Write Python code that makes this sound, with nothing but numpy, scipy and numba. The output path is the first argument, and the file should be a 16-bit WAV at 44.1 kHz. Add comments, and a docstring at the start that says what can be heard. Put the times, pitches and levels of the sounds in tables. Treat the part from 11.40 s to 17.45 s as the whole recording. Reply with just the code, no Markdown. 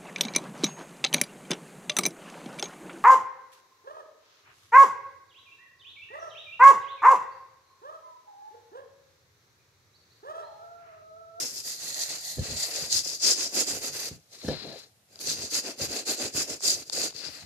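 """A wet toothbrush scrubs a canvas shoe back and forth: thousands of tiny random flicks make the hiss.
The hollow shoe drones along, a low band of the same kind of flicks. The shoe also knocks, scrapes
and slides on the table, cloth rubs, and the brush head ticks on the rim: struck and rubbed resonances.
Filtered noise makes the quiet room. All is heard through a phone's two microphone ports, left and right."""
import sys
import numpy as np
from scipy import signal
from scipy.fft import rfft, irfft
from scipy.io import wavfile
from scipy.ndimage import uniform_filter1d
from numba import njit

SR = 44100
rng = np.random.default_rng(int(sys.argv[2]) if len(sys.argv) > 2 else 0)


def transcribe(signal):
    """Save signal, clipped to [-1, 1], as a 16-bit WAV file at the path in sys.argv[1]."""
    frames = np.atleast_2d(signal).T
    limited = np.clip(frames, -1, 1)
    pcm = np.round(limited * 32767).astype(np.int16)
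    wavfile.write(sys.argv[1], SR, pcm)


N = 266805  # length in samples

# brush strokes: full from t/s, rise/s, hold/s, fall/s, base level/dB,
# then relative to the base: shoe drone/dB, foam fizz/dB
BRUSH_STROKES = [(0.0, 0.042, 0.015, 0.088, -32, -16, -9), (0.17, 0.091, 0.02, 0.038, -40.5, -17, -4.5),
                 (0.273, 0.041, 0.022, 0.087, -36, -23.0, -5.5),
                 (0.445, 0.066, 0.029, 0.12, -38.5, -17.5, -6.5),
                 (0.588, 0.042, 0.025, 0.079, -34.5, -21.5, -7), (0.7, 0.026, 0.021, 0.1, -38, -14, -8.5),
                 (0.874, 0.068, 0.018, 0.093, -38, -29, -5), (1.083, 0.098, 0.035, 0.095, -39, -9.0, -10.5),
                 (1.214, 0.059, 0.018, 0.047, -32.5, -22.5, -10),
                 (1.285, 0.049, 0.019, 0.037, -38.5, -9.5, -4.5),
                 (1.364, 0.05, 0.01, 0.14, -34.5, -11.5, -9.5),
                 (1.551, 0.048, 0.02, 0.048, -26.0, -25, -13.5),
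                 (1.67, 0.039, 0.02, 0.093, -35.5, -15.5, -8.5),
                 (1.871, 0.049, 0.023, 0.052, -21, -17.5, -15),
                 (2.016, 0.06, 0.015, 0.06, -30.5, -12.5, -13.5),
                 (2.188, 0.057, 0.017, 0.038, -26.5, -9.5, -9.5),
                 (2.293, 0.035, 0.015, 0.019, -32, -10, -10),
                 (2.336, 0.065, 0.018, 0.044, -37.5, -4.5, -7.0),
                 (2.45, 0.042, 0.02, 0.041, -34.5, -8.5, -6.5), (2.56, 0.044, 0.12, 0.022, -38, -11.5, -6),
                 (2.719, 0.037, 0.017, 0.037, -53.7, -7, -6), (3.757, 0.065, 0.026, 0.037, -61, -2.5, -6),
                 (3.812, 0.015, 0.03, 0.04, -41, -12.5, -4), (3.882, 0.03, 0.022, 0.053, -31, -15.5, -12.0),
                 (4.012, 0.082, 0.022, 0.064, -38, -10, -11.5),
                 (4.154, 0.042, 0.019, 0.036, -29, -14, -8.5), (4.272, 0.049, 0.013, 0.053, -40, -1, -10),
                 (4.423, 0.039, 0.015, 0.037, -34, -5.5, -9),
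                 (4.549, 0.076, 0.018, 0.062, -36.5, -2.5, -9.5),
                 (4.689, 0.026, 0.02, 0.051, -30.5, -6.5, -8.5),
                 (4.816, 0.041, 0.022, 0.058, -34.5, -3.5, -11.0),
                 (4.981, 0.04, 0.02, 0.048, -29.4, -10, -9.5),
                 (5.104, 0.036, 0.011, 0.057, -37.5, -4.5, -10),
                 (5.272, 0.046, 0.017, 0.065, -25.5, -15.5, -11.5),
                 (5.382, 0.086, 0.033, 0.026, -44, -6, -8), (5.48, 0.036, 0.02, 0.03, -53.5, -6, -7),
                 (5.532, 0.0094, 0.004, 0.0088, -35, -16, -13), (5.571, 0.041, 0.065, 0.058, -32, -9, -11),
                 (5.775, 0.039, 0.026, 0.054, -45, -9.5, -14),
                 (5.85, 0.028, 0.022, 0.032, -44.5, -6, -18.0),
                 (5.943, 0.095, 0.023, 0.095, -49.5, -10.0, -8)]
# cavity behind each microphone port, main resonance first: f/Hz, width/Hz, level/dB
LEFT_CAVITY = [(4770, 820, 9.5), (5900, 820, -20)]
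RIGHT_CAVITY = [(6370, 1230, -1), (5190, 3000, -15), (7200, 870, -17.5)]
# where the brush works on the shoe: t/s, left-right tilt/dB (before fixed port gains), rasp change/dB,
# rim level/dB against the base, left ring f/Hz, right ring f/Hz, drone f/Hz
BRUSH_SPOTS = [(0, -3, -0.5, -30, 5130, 7030, 430), (.35, -6, 2, -18.5, 4760, 6750, 454),
               (.55, -6, 3, -12, 4460, 6630, 530), (1.3, -3.5, 2, -14, 4560, 6800, 536),
               (1.8, -1.5, -1, -32.5, 5220, 6540, 420), (2.3, -7.5, 0, -28.5, 4850, 6660, 370),
               (2.6, -5, 4, -15, 4800, 6500, 500), (3.9, -4, 1.5, -28, 4750, 6600, 350),
               (4.5, -4.5, 1, -32, 4630, 6600, 398), (5.0, -5.5, 0.5, -33, 4820, 6930, 420),
               (5.3, -4.5, -2, -30, 4800, 6790, 417), (5.65, -5, 0, -26, 4640, 6750, 430),
               (5.85, 10, 6.5, -25, 4770, 7000, 387), (6.0, 0, 9.5, -5, 4530, 6650, 390)]


def brush():
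    """Bristles flick over the weave; each port rings at its own pitch, and foam, rasp, rim and shoe join in."""
    *times, level_db, shoe_db, fizz_db = np.array(BRUSH_STROKES).T
    pan_db, rasp_change_db, rim_db, left_hz, right_hz, drone_hz = curve(BRUSH_SPOTS)
    drag_db = swells(*times, level_db)
    foam_db = swells(*times, level_db + fizz_db)
    # what shakes the shoe also rasps
    rasp_db = rasp_change_db + swells(*times, level_db - 2.5 + 0.62 * shoe_db)
    shoe = drone(swells(*times, level_db + shoe_db), drone_hz)
    return undb(drag_db) * (hiss(pan_db, left_hz, right_hz) + undb(rim_db) * rim()) \
        + undb(foam_db) * foam() + undb(rasp_db) * rasp() + shoe


def hiss(pan_db, left_hz, right_hz):
    """Dense flicks ring the cavity of each port; the brush angle never holds still, so the rings wander."""
    wobble_share, wobble_per_s = 0.031, 7
    rub = echo(rubbing(9000, 0.24))
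    left_hz = left_hz * (1 + wobble_share * walk(wobble_per_s))
    right_hz = right_hz * (1 + wobble_share * walk(wobble_per_s))
    left = undb(pan_db / 2 + 5.5) * ring(rub[0], LEFT_CAVITY, left_hz, 2700)
    right = undb(-pan_db / 2 + 1.0) * ring(rub[1], RIGHT_CAVITY, right_hz, 6300)
    return np.array([left, right])


def foam():
    """Foam bursts between the bristles: dense flicks, kept only in the high treble."""
    bursts = rubbing(12000, 0.45)
    bright = body(bursts[0], [(9500, 1200, 0.12), (11200, 2400, -1.1)])
    left = unit(band(bright, 16000, 8000))
    right = unit(band(band(bursts[1], 12000, 6100), 12700, 8200))
    return np.array([left, right])


def rasp():
    """The weave rasps: flicks through broad resonances in the middle pitches."""
    weave = rubbing(7000, 0.39)
    rough = body(weave[0], [(2610, 260, 5.0), (1835, 1540, -1.5)])
    left = unit(band(rough, 1770, 4900))
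    right = undb(-2.0) * unit(band(band(weave[1], 2550, 6800), 1500, 3400))
    return np.array([left, right])


def rim():
    """The rubber rim rings: flicks through two resonances and a broad band around them."""
    # rubber rim: f/Hz, width/Hz, level/dB
    rim_peaks = [(675, 157, -2), (1905, 200, -1.5)]
    return unit(band(body(rubbing(3000, 0.7), rim_peaks), 1320, 2500))


def drone(db, hz):
    """Rubbing shakes the hollow shoe, nearly alike at both ports; the drone's main pitch shifts."""
    # hollow shoe: f/Hz, width/Hz, level/dB
    shoe_peaks = [(291, 140, 3.5), (444, 420, -19), (553, 1000, 9.5)]
    low_band = signal.butter(3, [190, 760], "band", fs=SR, output="sos")
    hollow = signal.sosfilt(low_band, body(rubbing(1500, 0.84), shoe_peaks))
    pitched = unit(np.array([svf(v, hz, 350.) for v in hollow]))
    return undb(db + np.array([[0.7], [-0.7]])) * pitched  # left a touch louder


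def slide():
    """Sleeve and shoe slide on cloth, with a dull rustle mostly left; scrapes make the shoe drone."""
    # sliding on cloth: t/s, rustle level/dB (before left and right gains), fizz level/dB (likewise)
    cloth_levels = [(2.89, -77, -68.5), (2.935, -52.5, -47), (2.976, -57.5, -52.5), (3.02, -51, -52),
                    (3.05, -48.5, -47), (3.09, -41, -46), (3.15, -42.5, -53.5), (3.3, -46.5, -55.5),
                    (3.37, -50, -55), (3.4, -48.5, -49.5), (3.45, -56.5, -63), (3.47, -71, -65),
                    (3.6, -89, -92)]
    # resonances of the rubbed cloth: f/Hz, width/Hz, level/dB
    cloth_peaks = [(4150, 280, 12), (4700, 280, 5), (2140, 5700, -2)]
    # the shoe scrapes as it is shifted: top t/s, rise/s, fall/s, level/dB, drone f/Hz
    shoe_scrapes = [(2.94, 0.035, 0.091, -61, 475), (3.048, 0.019, 0.026, -41.5, 320),
                    (3.09, 0.013, 0.068, -34, 447), (3.26, 0.054, 0.097, -43, 307),
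                    (3.334, 0.017, 0.054, -44.5, 564), (3.45, 0.033, 0.047, -63, 520)]
    rustle_db, fizz_db = curve(cloth_levels)
    coarse, fine = rubbing(6600, 0.69), rubbing(7400, 0.2)

    dull = signal.butter(6, 5200, fs=SR, output="sos")
    rustle = unit(signal.sosfilt(dull, band(body(coarse, cloth_peaks), 2500, 4300)))
    rustle = undb(rustle_db + np.array([[4.5], [-5.5]])) * rustle

    left = undb(-1.0) * unit(body(fine[0], [(5400, 1300, 5), (10070, 6000, -12.5)]))
    right = undb(0.5) * unit(body(fine[1], RIGHT_CAVITY + [(11360, 5000, -30)]))
    fizz = undb(fizz_db) * np.array([left, right])

    top_s, rise_s, fall_s, shoe_db, shoe_hz = np.array(shoe_scrapes).T
    scrape_hz = np.interp(np.arange(N) / SR, top_s, shoe_hz)
    return rustle + fizz + drone(swells(top_s, rise_s, 0, fall_s, shoe_db), scrape_hz)


def table():
    """Soft pushes ring the table top, their hard first touch its highest modes; hands keep it rumbling."""
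    # the shoe knocks the table: t/s, push level/dB, softness of contact/ms,
    # then relative to the push: lowest mode/dB, top modes/dB
    shoe_knocks = [(0.964, -46, 2.3, -8, -20), (.983, -24, 1.7, -5, -14), (0.991, -23.5, 1.74, 22.5, -16),
                   (1.088, -35, 0.99, 2, -16), (2.712, -27.5, 2.9, -12, -33), (2.778, -46, 1.9, 1, -20),
                   (3.047, -24.5, 3, -8, -14), (3.082, -16.5, 2.6, -20, -7),
                   (3.087, -16.5, 0.51, -15, -3.5), (3.299, -45, 0.73, -18, -1),
                   (3.328, -46, 0.71, -18, 8.5), (3.335, -55, 0.57, -18, -10), (4.414, -25.5, 2.2, -6, -20),
                   (4.948, -29, 2.4, -5, -20), (5.749, -41.5, 0.83, -15, -30)]
    # ringing modes of the table top: f/Hz, level/dB, time to fade by 60 dB/s
    table_modes = [(105, -11, 0.048), (153.8, -5.5, 0.099), (227.5, -4, 0.036), (316, -7.5, 0.069),
                   (430, 1.5, 0.045), (509, -5.5, 0.097), (596, -12, 0.13), (1720, -12.5, 0.083),
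                   (3120, -19.5, 0.22), (5400, -9, 0.0085)]
    # hands shove the shoe against the table: top t/s, fall/s, level/dB, lowest mode/dB relative to it
    hand_shoves = [(1.0, 0.049, -35.5, -5), (1.11, 0.081, -47, 4), (1.41, 0.11, -51, -6),
                   (1.55, .08, -54, 2), (2.33, 0.083, -51, 0), (2.51, .08, -54.5, -16),
                   (2.729, 0.059, -49.5, -15), (3.084, 0.1, -37, -21), (3.26, 0.11, -50, -20),
                   (3.9, 0.16, -52, -4), (4.03, 0.035, -52, -4), (4.43, 0.093, -45.5, -3),
                   (4.84, 0.044, -48, -10), (4.97, .07, -50, -4.5), (5.11, 0.055, -53, 0),
                   (5.36, 0.068, -58, 0), (5.57, 0.13, -55, -12), (5.88, 0.051, -59, 3),
                   (6.05, .05, -55.5, 6)]
    push = np.zeros((3, N))  # for the lowest mode, the middle modes, the top modes
    for s, db, soft_ms, deep_db, top_db in shoe_knocks:
        k, n = int(s * SR), max(int(soft_ms * SR / 1000), 4)
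        push[:2, k:k + n] += undb(db + np.array([[deep_db], [0]])) * np.hanning(n) / n
        push[2, k] += undb(db + top_db)
    lowest, middle, top = table_modes[:1], table_modes[1:7], table_modes[7:]
    knocks = strike(push[0], lowest) + strike(push[1], middle) + strike(push[2], top)

    # the table also hums along with the strokes, less steeply than they change
    *times, level_db = np.array(BRUSH_STROKES).T[:5]
    hum = undb(swells(*times, -47.5 + 0.39 * level_db))
    top_s, fall_s, shove_db, deep_db = np.array(hand_shoves).T
    rise_s = 0.033
    rumble = np.hypot(undb(swells(top_s, rise_s, 0, fall_s, shove_db)), hum)
    deep = np.hypot(undb(swells(top_s, rise_s, 0, fall_s, shove_db + deep_db)), undb(-11) * hum)
    hands = rubbing(500, 0.67)
    deep_rumble = deep * unit(strike(hands, lowest))
    return knocks + deep_rumble + rumble * unit(strike(hands, table_modes[1:3]))


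def ticks():
    """The brush head hits the rim: a snap and small rattle ring both ports, a thud in the shoe just after."""
    # ticks: t/s, level/dB (before gain and filters), left-right tilt/dB, thud/dB against the tick (likewise)
    rim_ticks = [(2.683, -33, -7, -28.5), (3.758, -35.5, 10, -16.5), (3.791, -32, 2, -16),
                 (3.8127, -38, -7, -32), (5.2064, -32, -14, -4), (5.4981, -20.5, 7, -12),
                 (5.707, -32, 6, -14), (5.726, -41, 6, -1), (5.764, -31, 5, -20)]
    rattle_fade = np.exp(-np.arange(300) / (0.0013 * SR))
    cracks = undb(-16.5) * rng.standard_normal((len(rim_ticks), 300)) * rattle_fade
    cracks[:, 0] = 1  # the snap itself
    hits = np.zeros((3, N))  # left, right, thud
    for (s, db, pan_db, thud_db), crack in zip(rim_ticks, cracks):
        k = int(s * SR)
        hits[:2, k:k + 300] += undb(db + 17.5 + np.array([[pan_db], [-pan_db]]) / 2) * crack
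        hits[2, k + 40] += undb(db + thud_db)
    left = band(body(hits[0], LEFT_CAVITY), 3700, 1900)
    right = band(body(hits[1], RIGHT_CAVITY), 6200, 4000)
    thud = undb(25.0) * band(band(hits[2], 720, 700), 800, 900)
    return np.array([left, right]) + thud


def walls(x):
    """The room returns a faint, fading wash: fading noise, unlike at the two ports, smears the sound."""
    t60_s, wash_db = 0.22, -11.5
    tail = rng.standard_normal((2, SR // 2)) * np.exp(-np.log(1000) * np.arange(SR // 2) / (t60_s * SR))
    tail /= np.sqrt(np.sum(tail ** 2, axis=1, keepdims=True))
    return undb(wash_db) * signal.fftconvolve(band(x, 3300, 7000), tail, axes=1)[:, :N]


def room():
    """Quiet air and microphone hiss: noise shaped by pitch, most alike left and right in the bass."""
    # tone colour of the quiet room: f/Hz, relative level/dB
    room_colour = [(24, -40), (40, -9), (65, -10.5), (102, 3), (214, -4.5), (267, -6), (406, -10),
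                   (483, -6), (520, -8.5), (716, -7), (963, -15.5), (4780, -16.5), (14500, -19)]
    hz = np.maximum(np.arange(N // 2 + 1) * SR / N, 1)
    colour_hz, colour_db = np.array(room_colour).T
    gain = undb(np.interp(np.log(hz), np.log(colour_hz), colour_db))
    mid, side = rfft(rng.standard_normal((2, N)))
    both = mid + np.clip(hz / 1200, 0.3, 1) * side * np.array([[1], [-1]])
    return undb(-64.5) * unit(irfft(gain * both, N))


def rubbing(rate, shared):
    """Flicks (rate per second) at both ports; the level wanders in patches as the weave passes."""
    three = [flicks(rate, 2) for _ in range(3)]
    return undb(1.5 * walk(120)) * ports(three[0], np.array(three[1:]), shared)


def flicks(rate, scatter_db):
    """Fibres let go at random moments, most weakly, a few harder."""
    hit = rng.random(N) < rate / SR
    return unit(hit * rng.choice([-1., 1.], N) * undb(scatter_db * rng.exponential(size=N)))


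def ports(x, other, shared):
    """Both ports hear part alike, the left a little late; the rest arrives by different paths."""
    lag_s = 0.00009
    late = np.interp(np.arange(N) - lag_s * SR, np.arange(N), x)
    return np.sqrt(shared) * np.array([unit(late), x]) + np.sqrt(1 - shared) * other


def echo(x):
    """A few early reflections off hand, shoe and table, by other paths to each port."""
    last_ms, echo_db = 9, -13
    lags = (rng.uniform(0.1, 1, (2, 5)) * last_ms * SR / 1000).astype(int)
    return np.array([v + undb(echo_db) * sum(np.roll(v, lag) for lag in row) for v, row in zip(x, lags)])


def ring(x, port, hz, skirt_hz):
    """A port's resonances; the main one moves a little with the angle of the brush."""
    (centre, width, db), *others = port
    rings = undb(db) * svf(x, hz, 1. * width) + body(x, others)
    return unit(band(rings, centre, skirt_hz))


def strike(x, modes):
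    """A struck thing rings in several modes, each a sine that dies away."""
    out = 0
    for hz, db, t60 in modes:
        pole = np.exp(2j * np.pi * hz / SR - np.log(1000) / (t60 * SR))
        out = out + undb(db) * signal.lfilter([1], [1, -pole], x).imag
    return out


def body(x, peaks):
    """A hollow or flexible thing favours several pitches: a sum of resonances."""
    return sum(undb(db) * band(x, hz, width) for hz, db, width in [(f, d, w) for f, w, d in peaks])


def band(x, hz, width_hz):
    """One resonance, gain 1 at the centre."""
    return signal.lfilter(*signal.iirpeak(hz, hz / width_hz, SR), x)


@njit
def svf(x, hz, width):
    """One resonance whose centre moves (state-variable filter), gain 1 at the centre."""
    y, b, l = np.empty(len(x)), 0., 0.  # output, band-pass state, low-pass state
    for i in range(len(x)):
        g, k = np.tan(np.pi * hz[i] / SR), width / hz[i]
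        v = (b + g * (x[i] - l)) / (1 + g * (g + k))
        b, l, y[i] = 2 * v - b, l + 2 * g * v, k * v
    return y


def swells(top_s, rise_s, hold_s, fall_s, db):
    """Level in dB of swells that rise, hold and fall like a bell, adding up in power."""
    edge_db = 12  # drop one rise before the top, or one fall after the hold
    grid = np.arange(0, N + 64, 64)
    since = grid[:, None] / SR - top_s
    outside = np.maximum(-since / rise_s, 0) + np.maximum((since - hold_s) / fall_s, 0)
    power = np.sum(undb(2 * (db - edge_db * outside ** 2)), axis=1)
    return np.interp(np.arange(N), grid, 10 * np.log10(power + 1e-12))


def curve(points):
    """Columns of a table at every sample, corners rounded; the first column is the time."""
    s, *columns = np.array(points).T
    return uniform_filter1d([np.interp(np.arange(N) / SR, s, c) for c in columns], size=200, axis=1)


def walk(rate):
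    """A slow random wander: a new value rate times a second, joined smoothly, spread near 1."""
    k = int(SR / rate)
    return 1.28 * uniform_filter1d(np.repeat(rng.standard_normal(N // k + 1), k), k)[:N]


def undb(db):
    """Decibels to a plain gain."""
    return 10 ** (np.asarray(db) / 20)


def unit(x):
    """Scale to an RMS level of 1."""
    return x / np.sqrt(np.mean(x ** 2))


def scene():
    """Everything close by, its wash from the walls, and the quiet room."""
    near = brush() + slide() + table() + ticks()
    return near + walls(near) + room()


def record(dry):
    """The phone thins the bass, dips below the left port's ring and cuts the top."""
    thin = signal.sosfilt(signal.butter(5, 60, "high", fs=SR, output="sos"), dry)
    thin[0] -= 0.32 * band(thin[0], 3060, 260)  # the dip, left only
    soft = signal.sosfilt(signal.butter(4, 14000, fs=SR, output="sos"), thin)
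    return signal.sosfilt(signal.ellip(12, 0.2, 90, 14650, fs=SR, output="sos"), soft)  # steep cut


dry = scene()
out = record(dry)
transcribe(out)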